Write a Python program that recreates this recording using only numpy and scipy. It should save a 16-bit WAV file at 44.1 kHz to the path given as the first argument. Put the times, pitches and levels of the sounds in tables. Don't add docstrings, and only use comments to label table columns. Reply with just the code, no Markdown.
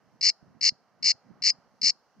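import sys
import numpy as np
from scipy import signal
from scipy.fft import rfft, irfft
from scipy.io import wavfile

SR = 44100
rng = np.random.default_rng(int(sys.argv[2]) if len(sys.argv) > 2 else 0)


def persist_wave(psi):
    counts = np.round(np.clip(psi, -1, 1) * 32767).astype(np.int16)
    wavfile.write(sys.argv[1], SR, np.atleast_2d(counts).T)


def makeup_ratio(level_db):
    decades = np.asarray(level_db, float) / 20
    return 10 ** decades


N = 97020

CHIRP_S = [.2100, .6092, 1.0258, 1.4207, 1.8142]
# (length/s, level/dB, belly level/dB, last ring level/dB)
CHIRPS = [
    (0.092, -17, 0.5, -15.5),
    (.087, -17.5, 2, -21),
    (0.093, -17.5, 1, -20),
    (.085, -18, 2.5, -3.5),
    (0.092, -17.5, -1.5, -30.5),
]
HUM_HZ, HUM_T60_S = 5000, .043


def at_hz(points, hz):
    table_hz, values = np.array(points).T
    return np.interp(np.log(hz), np.log(table_hz), values)


def drift(rate_hz):
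    r = np.exp(-80 * np.pi * rate_hz / SR)
    slow = signal.lfilter([1], [1, -2 * r, r * r], rng.standard_normal(N // 40 + 2002))
    slow = slow[2000:]
    return np.interp(np.arange(N) / 40, np.arange(len(slow)), slow / slow.std())


def ring(clicks, hz, t60):
    r = makeup_ratio(-60 / (t60 * SR))
    w = 2 * np.pi * hz / SR
    return signal.lfilter([0, np.sin(w)], [1, -2 * r * np.cos(w), r * r], clicks + 1e-18)


def band(x, low_hz, top_hz, order):
    return signal.sosfilt(signal.butter(order, [low_hz, top_hz], "band", fs=SR, output="sos"), x)


def train(s, heights):
    return np.bincount((s * SR).astype(int), heights, N)[:N]


def cicada():
    # (f/Hz, level/dB, t60/s)
    main_modes = [
        (4263, 2.5, .012),
        (4635, 1, .011),
        (5123, 1, .013),
        (5517, -1, 0.012),
        (5525, -3.5, 0.0094),
    ]
    bright_modes = [
        (5806, -11.5, 0.0073),
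        (6460, -10, 0.0047),
        (6963, -16, 0.009),
        (7930, -35.5, 0.0064),
    ]
    belly_modes = [
        (1982, -21, 0.01),
        (2269, -19.5, .02),
        (2741, -21, .018),
        (2990, -28, .012),
    ]
    sustain_db, top_hz = -11.5, 8800

    s, db, belly_db, bright_db, tilt_db, spread_db = tymbal_clicks()
    main = body(s, db, main_modes, spread_db, tilt_db) + last_ring()
    hum_kicks = makeup_ratio(db + sustain_db) * rng.standard_normal(len(s))
    main = main + ring(train(s, hum_kicks), HUM_HZ, HUM_T60_S / 2)
    bright = body(s, db + bright_db, bright_modes, spread_db)
    belly = body(s, db + belly_db, belly_modes, spread_db, 1.5 * tilt_db)
    high = band(main + bright, 4430, 7607, order=4)
    high = band(high, 1000, top_hz, order=4)
    low = band(belly, 1700, 3400, order=3)
    return ports(high + low) + echoes(high)


def tymbal_clicks():
    # times (t/ms), then (level/dB, belly/dB, bright/dB); their tilt is 0
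    opening_ms = [0, 3.2, 5.5, 9.0, 10.6, 13.8]
    opening = [(-12.5, 2.5, -10), (-4.5, 2, -4), (-10.5, -5.5, -8), (-14, -17.5, -17), (-18, 5, 3),
               (-12.5, -1.5, -5.5)]
    # (level/dB, belly/dB, bright/dB, tilt to high modes/dB)
    rib_ms = [0, 2.2, 4.2, 6.2, 8.2, 10.3]
    ribs = [
        (3, -0.5, -9, -2),
        (0, 2, -5.5, 6.5),
        (1, 6, 8, -1),
        (-2, -8.5, -14.5, -7.5),
        (0, -1.5, -9.5, 6.5),
        (-4, 5, 10.5, 5),
    ]
    cycle_start_ms, cycle_ms, jitter_ms = 15.9, 12.15, .3
    swell_db, swell_ms, end_ms = -5.5, 30, 4.5
    spread_db, opening_spread_db = 2.2, .7

    pattern = [(ms, *dbs, 0) for ms, dbs in zip(opening_ms, opening)] if len(opening[0]) == 3 else [
        (ms, *dbs) for ms, dbs in zip(opening_ms, opening)]
    for k in range(8):
        for ms, dbs in zip(rib_ms, ribs):
            pattern.append((cycle_start_ms + k * cycle_ms + ms, *dbs))
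    pattern = np.array(pattern)
    cycling = np.arange(len(pattern)) >= len(opening)
    spread = np.where(cycling, spread_db, opening_spread_db)
    rows = []
    for s, (length, level_db, belly_db, _) in zip(CHIRP_S, CHIRPS):
        ms = pattern[:, 0] + jitter_ms * cycling * rng.standard_normal(len(pattern))
        swell = cycling * swell_db * np.clip(1 - (ms - cycle_start_ms) / swell_ms, 0, 1)
        fade = 20 * np.log10(np.clip((length * 1000 - ms) / end_ms, 1e-6, 1))
        level = pattern[:, 1] + level_db + swell + fade
        rows.append(np.c_[s + ms / 1000, level, pattern[:, 2] + belly_db, pattern[:, 3:], spread])
    return np.vstack(rows).T


def body(s, db, modes, spread_db, tilt_db=0):
    own_db = spread_db * rng.standard_normal((len(modes), len(s)))
    out = 0
    for k, (hz, mode_db, t60) in enumerate(modes):
        strikes = makeup_ratio(db + mode_db + own_db[k] + tilt_db * (k - 2) / 2)
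        out = out + (-1) ** k * ring(train(s, strikes), hz, t60)
    return out


def last_ring():
    length, level_db, _, ring_db = np.transpose(CHIRPS)
    last_click_s = CHIRP_S + length - .003
    return ring(train(last_click_s, makeup_ratio(level_db + ring_db + 6.5)), HUM_HZ, HUM_T60_S)


def ports(x):
    # (f/Hz, left minus right level/dB)
    port_lean = [(1500, -2), (3200, -7.5), (3900, 1), (4700, 3), (7000, 6), (8000, 16.5), (9000, -2),
                 (10500, -8)]
    # (f/Hz, left lead/rad)
    port_lead = [(1500, 0), (3500, -.3), (4100, 1.3), (4900, 0.77), (6300, 1.3), (7400, 1.4), (8300, .6),
                 (9000, 0)]
    hz = np.maximum(np.fft.rfftfreq(N, 1 / SR), 1)
    half = makeup_ratio(at_hz(port_lean, hz) / 2) * np.exp(.5j * at_hz(port_lead, hz))
    return irfft(rfft(x) * np.array([half, 1 / half]), N)


def echoes(x):
    t = np.arange(SR // 2) / SR
    quick = makeup_ratio(-28 - 60 * t / .05)
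    late = makeup_ratio(-61.5 - 60 * t / .38)
    tail = rng.standard_normal((2, len(t))) * (quick + late) * 0.28
    return signal.fftconvolve(x[None], tail, axes=1)[:, :N]


def wind():
    # (t/s, level/dB)
    gusts = [(0.0, -70.5), (0.29, -62), (0.36, -96), (0.43, -61.5), (0.55, -64.5), (0.73, -62), (0.77, -77),
             (0.88, -78), (1.08, -52.5), (1.11, -75), (1.15, -62.5), (1.19, -82), (1.27, -57),
             (1.79, -75.5), (1.84, -52), (1.97, -85.5), (2.08, -96), (2.2, -58)]
    # (t/s, peak level/dB, f/Hz, left minus right level/dB)
    puffs = [(0.072, -61, 120, -0.5), (0.426, -48.5, 199, -16), (0.468, -50.5, 276, -5),
             (0.478, -52.5, 172, 12), (0.504, -60, 148, 13), (0.618, -55.5, 300.2, -23),
             (0.72, -49.5, 170, -20.5), (1.048, -49.5, 188, -1.5), (1.149, -65.5, 172, -33),
             (1.267, -53.5, 199, -8), (1.298, -56.5, 152.6, -2), (1.411, -52.5, 170, -8.5),
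             (1.499, -52.5, 237, -5), (1.584, -57.5, 196, -15), (1.839, -48, 232, -21)]
    puff_cycles, puff_gain_db = 4.4, 2
    lumpy_db, gust_left_db = 5, -4

    gust_db = np.interp(np.arange(N) / SR, *np.transpose(gusts))
    lumps_db = lumpy_db * np.array([drift(14), drift(23)])
    rumble = band(rng.standard_normal((2, N)), 125, 260, order=2)
    out = rumble / rumble.std() * makeup_ratio(gust_db + lumps_db + [[gust_left_db], [0]])
    for s, db, hz, pan_db in puffs:
        push = train(np.array([s]), [makeup_ratio(db + puff_gain_db)])
        thump = band(ring(push, hz, puff_cycles / hz), 70, 450, order=2)
        out += thump * makeup_ratio(pan_db * np.array([[.5], [-.5]]))
    return out


def chorus():
    # (f/Hz, density/dB per Hz)
    chorus_spectrum = [(2500, -8), (2800, -1), (3300, -20.5), (4000, -17.5), (4600, 5), (5600, 0),
                       (7000, -15), (12000, -18.5)]
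    return makeup_ratio(-81.5) * banded_noise(chorus_spectrum, 2500, 15000, patchy_db=.7)


def haze():
    # (f/Hz, density/dB per Hz)
    haze_spectrum = [(25, -28.5), (60, -27.5), (150, -10.5), (330, -15.5), (630, -7), (1000, -10.5),
                     (1500, -15.5), (2400, -24.5)]
    return makeup_ratio(-67.5) * banded_noise(haze_spectrum, 25, 2400, patchy_db=1.0)


def banded_noise(spectrum, low_hz, top_hz, patchy_db):
    # (f/Hz, likeness/0-1)
    port_likeness = [(60, 0), (140, 0), (310, 0.68), (700, 1), (1590, 1), (3590, 0.4), (8150, 0)]
    # (f/Hz, left minus right level/dB)
    background_lean = [(60, 7), (160, -2), (430, 0), (1140, -5.5), (3050, -5.5), (8150, 5.5)]
    out = 0
    together = drift(0.92)
    white = rng.standard_normal((2, 2, N))
    for k, low in enumerate(low_hz * 2 ** np.arange(0, np.log2(top_hz / low_hz), 1 / 3)):
        mid, side = band(white[k % 2], low, low * 2 ** (1 / 3), order=2)
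        hz = low * 2 ** (1 / 6)
        alike = np.clip(at_hz(port_likeness, hz), 0, 1)
        flicker_db = patchy_db * (1.1 * together + drift(3.3))
        gain = makeup_ratio(at_hz(spectrum, hz) + flicker_db)
        lean = makeup_ratio(at_hz(background_lean, hz) * np.array([[.5], [-.5]]))
        stereo = np.sqrt(1 + alike) * mid + np.sqrt(1 - alike) * side * [[1], [-1]]
        out = out + gain * lean * stereo
    return out / out.mean(axis=0).std()


def scene():
    return cicada() + wind() + chorus() + haze()


def overload(x):
    # (left/dB, right/dB)
    buzz_db = (-26, -10)
    octave_db = (-46, -29)
    fizz_db = (-34.5, -30)
    buzz = -makeup_ratio(np.array([buzz_db]).T) * band(x ** 2, 300, 1300, order=1)
    octave = makeup_ratio(np.array([octave_db]).T) * band(x ** 2, 9300, 11500, order=3)
    fizz = makeup_ratio(np.array([fizz_db]).T) * band(x ** 3, 11500, 16000, order=3)
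    return x + buzz + octave + fizz


def low_pass(x):
    return signal.sosfilt(signal.butter(12, 15700, fs=SR, output="sos"), x)


def record(dry):
    notch_hz, notch_width_hz = 2500, 170
    b, a = signal.iirnotch(notch_hz, notch_hz / notch_width_hz, SR)
    return low_pass(signal.lfilter(b, a, overload(dry)))


dry = scene()
out = record(dry)
persist_wave(out)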